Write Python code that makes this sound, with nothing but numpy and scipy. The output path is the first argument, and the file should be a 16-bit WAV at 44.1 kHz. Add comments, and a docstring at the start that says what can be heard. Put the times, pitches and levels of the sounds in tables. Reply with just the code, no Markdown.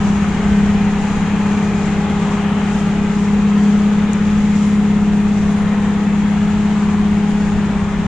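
"""A deep, throbbing diesel drone: a wheel loader crawls up a mountain road, its six cylinders near full speed.
Firing pulses boom in the exhaust pipe and echo off the hillside, the block clatters and the fan roars.
Gears whine in step with the crankshaft while the turbocharger's thin whistle slowly winds down.
The listener follows on foot, soles scuffing the grit, as light wind rumbles on two microphone ports."""
import sys
import numpy as np
from scipy import signal
from scipy.fft import rfft, irfft
from scipy.io import wavfile
from scipy.ndimage import uniform_filter1d

SR = 44100
rng = np.random.default_rng(int(sys.argv[2]) if len(sys.argv) > 2 else 0)


def pcm_store(signal):
    """Save signal as 16-bit PCM."""
    levels = np.round(np.clip(np.atleast_2d(signal), -1, 1) * 32767)
    wavfile.write(sys.argv[1], SR, levels.astype(np.int16).T)


N = 355874
TIME = np.arange(N) / SR
BINS = np.fft.rfftfreq(N, 1 / SR)

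# fader ride for the machine's roar and clatter, which the whines follow: time_s, level_db
ROAR_RIDE = [(0, -27.5), (.6, -27.4), (2.6, -27.5), (3.2, -29), (4.0, -28), (4.9, -30), (6.6, -29),
             (8.07, -30)]


def amp(db):
    """Decibels to gain."""
    return 10 ** (np.asarray(db) / 20)


def unit(x):
    """Scales to rms 1."""
    return x / np.sqrt(np.mean(np.abs(x) ** 2) + 1e-20)


def curve(rows):
    """An envelope for each value column of a time table, in straight ramps."""
    time_s, *columns = np.transpose(rows)
    return np.squeeze([np.interp(TIME, time_s, column) for column in columns])


def over_bins(points):
    """Spreads frequency breakpoints over the FFT bins, on a log axis."""
    hz, value = np.transpose(points)
    return np.interp(np.log(BINS + 1), np.log(hz + 1), value)


def drift(rate_hz, size=32768):
    """A smooth random wobble of rms 1, with little above the given rate."""
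    low_pass = np.exp(-(BINS[:size // 2 + 1] / rate_hz) ** 2)
    points = irfft(rfft(rng.standard_normal(size)) * low_pass)
    return unit(np.interp(TIME, np.linspace(0, TIME[-1], size), points))


def fading(rate_hz):
    """A wandering complex gain: many reflections adding up."""
    return unit(drift(rate_hz) + 1j * drift(rate_hz))


def tone(turns, gain):
    """A sinusoid from its phase in turns; the complex gain sets level and phase offset."""
    return (gain * np.exp(2j * np.pi * turns)).real


def whistle(pitch_hz, width_hz):
    """A fuzzy tone that follows a pitch curve."""
    return unit(tone(np.cumsum(pitch_hz) / SR, fading(width_hz)))


def ports(pair, spectrum):
    """Colours two unrelated signals and blends them to stereo: centred low mids, wide treble."""
    # how alike the two microphone ports sound: freq_hz, likeness (0 to 1)
    port_likeness = [(20, .25), (40, .55), (70, .85), (110, .96), (200, .993), (600, .95), (1000, .88),
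                     (1550, .78), (2500, .6), (4000, .25), (6000, .02)]
    likeness = np.clip(over_bins(port_likeness), 0, 1)
    mid = rfft(pair[0]) * np.sqrt(1 + likeness)
    side = rfft(pair[1]) * np.sqrt(1 - likeness)
    roll_off = np.maximum(BINS / spectrum[-1][0], 1) ** -5
    out = irfft(np.array([mid + side, mid - side]) * amp(over_bins(spectrum)) * roll_off, N)
    return out / np.std(out.mean(axis=0))


def noise(spectrum):
    """Coloured stereo noise."""
    return ports(rng.standard_normal((2, N)), spectrum)


def exhaust(cycle, boom_order=12, boom_top_order=16, lines_db=2.5, follow=0.11):
    """The pipe booms at twice the firing rate; unequal cylinders add lines that beat against it."""
    # fader ride for the boom: time_s, level_db
    boom_ride = [(0.0, -11.5), (0.38, -16), (0.54, -9), (1.14, -16), (1.48, -12), (1.79, -15.2),
                 (3.15, -13.5), (3.68, -8.3), (4.13, -13), (4.48, -9.9), (5.9, -13), (7.13, -11.5),
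                 (8.07, -16.8)]
    # the other exhaust lines: order (multiple of the cycle rate), relative_db
    exhaust_lines = [(4, -41), (5, -41), (6, -36), (9, -36), (10, -24), (11, -31), (13, -35.5), (14, -37),
                     (15, -45), (16, -45), (18, -42), (20, -44), (22, -51), (24, -34), (26, -42), (27, -49),
                     (28, -49), (30, -50), (32, -52), (43, -49), (45, -50), (46, -49), (48, -47), (50, -48)]
    # fader ride for the lines above the boom: time_s, gain_db
    overtone_ride = [(0, -1.5), (1.7, 1.5), (2.1, 2), (3.7, 3.5), (4.1, -0.5), (7.4, 1), (8.07, -2.5)]
    boom_db = curve(boom_ride)
    out = amp(boom_db) * np.cos(2 * np.pi * boom_order * cycle)
    low_gain = amp(lines_db + follow * (boom_db - boom_db.mean()))
    high_gain = amp(lines_db + curve(overtone_ride))
    for order, db in exhaust_lines:
        # weak lines fade in and out among the reflections from road and hillside
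        reflected = min(amp(-46 - db), .7)
        path = np.sqrt(1 - reflected ** 2) + reflected * fading(1.85)
        # away from the boom, the lines arrive out of step
        lag = rng.random() * (abs(order - boom_order) > 2)
        gain = high_gain if order > boom_top_order else low_gain
        out += gain * amp(db) * tone(order * cycle + lag, path)
    return out


def hillside(x, wet_db=-23, t60_s=.5, predelay_s=.012):
    """Scattered echoes from the slope and the roadside wall, different at each port."""
    t = TIME[:SR // 2]
    taps = rng.standard_normal((2, len(t))) * amp(-60 * t / t60_s) * (t > predelay_s)
    taps /= np.linalg.norm(taps, axis=1, keepdims=True)
    return amp(wet_db) * signal.fftconvolve(x[None], taps, axes=1)[:, :N]


def gas_rush(cycle, start_db=-25, end_db=-30, throb=0.13):
    """Turbulent exhaust gas puffs through the pipe resonance, easing as the turbocharger slows."""
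    # hollow colour of the pipe: freq_hz, relative_db
    rush_eq = [(40, -14), (90, -9.5), (130, -5.5), (160, 1.5), (200, 0), (235, 0.5), (265, -7.5),
               (320, -14.5), (600, -56)]
    puffs = 1 + throb * np.cos(2 * np.pi * cycle)
    return amp(np.linspace(start_db, end_db, N)) * puffs * noise(rush_eq)


def roar(cycle, trim_db=-1, throb=0.036, knock=0.056, flutter_db=0.4):
    """Fan and combustion noise, pulsing slightly with the cycle and with each of its six firings."""
    # broad midrange body of the roar: freq_hz, relative_db
    roar_eq = [(250, -5.5), (330, -1), (550, -7.5), (680, -2), (810, -0.5), (1080, -3.5), (1250, -2),
               (1400, -5.5), (1800, -5), (2400, -8), (3300, -12.5), (4200, -21), (6000, -36.5),
               (10000, -64.5)]
    firing = 6 * cycle
    pulse = 1 + throb * np.cos(2 * np.pi * cycle) + knock * np.cos(2 * np.pi * firing)
    return amp(trim_db + flutter_db * drift(33)) * pulse * noise(roar_eq)


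def clatter(cycle, trim_db=-8, size=2048, layers=4):
    """The block repeats its knocks every cycle; their colour shifts with the listener's position."""
    # colour of the engine block: freq_hz, relative_db
    block_eq = [(150, -35.5), (300, 0.5), (560, -2), (800, -2.5), (950, 2), (1300, -5.5), (2500, -22),
                (5000, -41.5)]
    pair = np.zeros((2, N))
    for port in pair:
        for _ in range(layers):
            weight = drift(0.93)
            knock_loop = rng.standard_normal(size)
            port += weight * np.interp(cycle % 1 * size, np.arange(size), knock_loop)
    return amp(trim_db) * ports(pair, block_eq)


def scuffing_hiss(start_db=-45.5, fade_db_per_s=0.25, half_width_s=.115, grains_per_s=250):
    """Air hiss with a fine crackle of grit; it fades slowly and swells as each sole scuffs the road."""
    # scuffs at a walking pace: peak_s, rise_db
    scuffs = [(.11, 3), (.6, 1.5), (1.14, 3), (1.6, 2.4), (1.84, 3), (2.28, 2.4), (2.74, 3.5), (3.22, 2.8),
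              (3.71, 3), (4.3, 2.2), (4.59, 4), (5.41, 2.5), (6.58, 1), (6.85, 2), (7.4, 2)]
    # bright, sandy colour of the hiss: freq_hz, relative_db
    hiss_eq = [(2000, -20), (3500, -6), (4900, -5), (6000, -2), (6900, 1), (7500, -3), (8200, -10),
               (9200, -15), (10000, -23), (10800, -29.5), (12000, -32), (13000, -36), (15700, -46)]
    scuff_db = sum(rise_db * np.exp(-((TIME - s) / half_width_s) ** 2) for s, rise_db in scuffs)
    level_db = start_db - fade_db_per_s * TIME + scuff_db
    hits = rng.random((2, N)) < grains_per_s / SR
    grains = hits * amp(4 + 3.6 * np.minimum(rng.exponential(1, (2, N)), 4))
    flicker_db = 0.76 * drift(25)
    return amp(level_db + flicker_db) * ports(rng.standard_normal((2, N)) + grains, hiss_eq)


def reflections(x, depth_db=1.35, size=1024, smooth_frames=40):
    """Paths off the road and wall add and cancel, laying a slowly shifting ripple over the spectrum."""
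    frames = signal.stft(x, nperseg=size)[2]
    ripple = uniform_filter1d(rng.standard_normal(frames.shape[1:]), smooth_frames, axis=1)
    ripple = uniform_filter1d(ripple, 2, axis=0)
    return signal.istft(frames * amp(depth_db * unit(ripple)), nperseg=size)[1][:, :N]


def whines(cycle, follow=1.1, side_db=-7):
    """Fan blades, pumps and gears sing at set ratios of engine speed and carry as the roar does."""
    # tones of the spinning parts: order, relative_db, width_hz
    rotor_tones = [(5.4, -39, 2), (26.6, -45, 2), (47.8, -50, 3), (49.6, -49, 22), (74.6, -47, 6),
                   (79.75, -55, 3), (144.1, -55, 4), (268, -66, 8)]
    out = np.zeros((2, N))
    for order, db, width_hz in rotor_tones:
        paths = fading(width_hz) + amp(side_db) * np.outer([1, -1], fading(width_hz))
        out += amp(db) * unit(tone(order * cycle, paths))
    roar_db = curve(ROAR_RIDE)
    return out * amp(follow * (roar_db - roar_db.mean()))


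def gear_swells(cycle, width_hz=7):
    """Now and then a gear tone rises out of the roar and sinks back."""
    # swelling gear tones: peak_s, level_db, order, half_width_s
    swells = [(1.6, -48.5, 144.1, 1.7), (2.7, -44, 49.6, .15), (4.15, -39.5, 47.9, .2),
              (5.5, -44, 46.2, .25), (6.65, -38.5, 47.9, .17)]
    out = np.zeros(N)
    for peak_s, db, order, half_width_s in swells:
        envelope = np.exp(-((TIME - peak_s) / half_width_s) ** 2)
        out += amp(db) * envelope * unit(tone(order * cycle, fading(width_hz)))
    return out


def turbo(blade_db=-66.5, blade_width_hz=24, intake_db=-66, intake_width_hz=420, flare_db=4):
    """The thin whistle of the compressor blades flares at random inside a narrow band of intake hiss."""
    # the whistle sinks in two stages: time_s, pitch_hz
    wind_down = [(0, 10000), (3.7, 9700), (5.15, 9150), (6.55, 9130), (7.4, 8790), (8.07, 8400)]
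    hz = curve(wind_down)
    # the lower it sinks, the better it carries through the air
    carry = amp((hz.mean() - hz) * .002)
    flare = unit(amp(flare_db * drift(3)))
    out = np.zeros((2, N))
    for port in out:
        port += amp(blade_db) * flare * whistle(hz, blade_width_hz)
        port += amp(intake_db) * whistle(hz, intake_width_hz)
    return carry * out


def wind(lumps_db=2.0):
    """Light wind buffets the ports with a lumpy rumble."""
    # fader ride for the breeze: time_s, level_db
    wind_ride = [(0, -23), (.5, -26.5), (1.7, -30.5), (2.6, -33), (4, -31), (6.8, -30.5), (8.07, -26.5)]
    # bass-heavy colour of the buffeting: freq_hz, relative_db
    wind_eq = [(5, -2), (15, -1), (30, -1), (45, -2), (62, 0), (100, -4), (150, -13), (300, -28),
               (1000, -55)]
    return amp(curve(wind_ride) + lumps_db * drift(11)) * noise(wind_eq)


def spike(peak_s, decay_s):
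    """An envelope that rises and falls exponentially around a sharp peak."""
    return np.exp(-np.abs(TIME - peak_s) / decay_s)


def gust_bump():
    """A gust gives the microphone one short, low push."""
    # the thump: peak_s, level_db, pitch_hz, decay_s
    thumps = [(.523, -11, 65, .009)]
    return sum(amp(db) * spike(s, decay_s) * np.cos(2 * np.pi * hz * (TIME - s))
               for s, db, hz, decay_s in thumps)


def falling_whine():
    """One short whine from the machine swells and sags in pitch."""
    # its glide: time_s, pitch_hz, level_db
    glide = [(1.95, 810, -60), (2.05, 860, -42), (2.17, 820, -44), (2.26, 750, -39), (2.36, 695, -40),
             (2.48, 690, -60)]
    hz, db = curve(glide)
    gate = (TIME > glide[0][0]) & (TIME < glide[-1][0])
    return amp(db) * whistle(hz, width_hz=12) * gate


def grit_snaps():
    """Single grains crack on the asphalt, each a tiny burst of treble."""
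    # the snaps: peak_s, level_db, decay_s
    snaps = [(4.1337, -25, .0006), (4.591, -35, .0005)]
    # crisp colour of a snap: freq_hz, relative_db
    snap_eq = [(2500, -22), (5000, -11), (6200, -1), (7200, 0), (8500, -10), (10500, -23), (13500, -36)]
    return noise(snap_eq) * sum(amp(db) * spike(s, decay_s) for s, db, decay_s in snaps)


def scene():
    """Mixes machine, footsteps and wind; the crankshaft clocks the exhaust, block and gears."""
    # crankshaft speed: time_s, speed_rpm
    engine_speed = [(0.0, 2035.1), (0.5, 2036.7), (1.5, 2048.1), (2.0, 2040.3), (2.5, 2040.1),
                    (3.65, 2052.3), (4.1, 2075.2), (4.7, 2068.7), (6.0, 2048.0), (6.7, 2083.8),
                    (7.0, 2063.6), (7.35, 2069.7), (7.7, 2041.9), (8.07, 2035.2)]
    # running count of four-stroke cycles, two crank turns each
    cycle = .129 + np.cumsum(curve(engine_speed)) / 120 / SR
    pipe = exhaust(cycle)
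    drone = pipe + hillside(pipe) + gas_rush(cycle)
    din = amp(curve(ROAR_RIDE)) * (roar(cycle) + clatter(cycle)) + scuffing_hiss()
    tones = whines(cycle) + gear_swells(cycle) + falling_whine() + turbo()
    return drone + reflections(din) + tones + wind() + gust_bump() + grit_snaps()


def record(dry, cutoff_hz=15700):
    """Each microphone port adds its own colour, then a steep low-pass trims the top."""
    # stereo lean across the spectrum: freq_hz, left_minus_right_db
    port_balance = [(60, .3), (200, 1.4), (400, 1), (950, 2.2), (1550, 4.8), (2500, 3.5), (3300, -1),
                    (4000, -5.5), (5200, -1.5), (7000, 4), (8200, 7), (10000, 7.5)]
    tilt = amp(np.outer([.5, -.5], over_bins(port_balance)))
    soft_ends = signal.windows.tukey(N, .001)
    heard = irfft(rfft(dry * soft_ends) * tilt / tilt.mean(axis=0), N)
    low_pass = signal.firwin(511, cutoff_hz, window=("kaiser", 9), fs=SR)
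    return signal.oaconvolve(heard, low_pass[None], "same", axes=1)


dry = scene()
out = record(dry)
pcm_store(out)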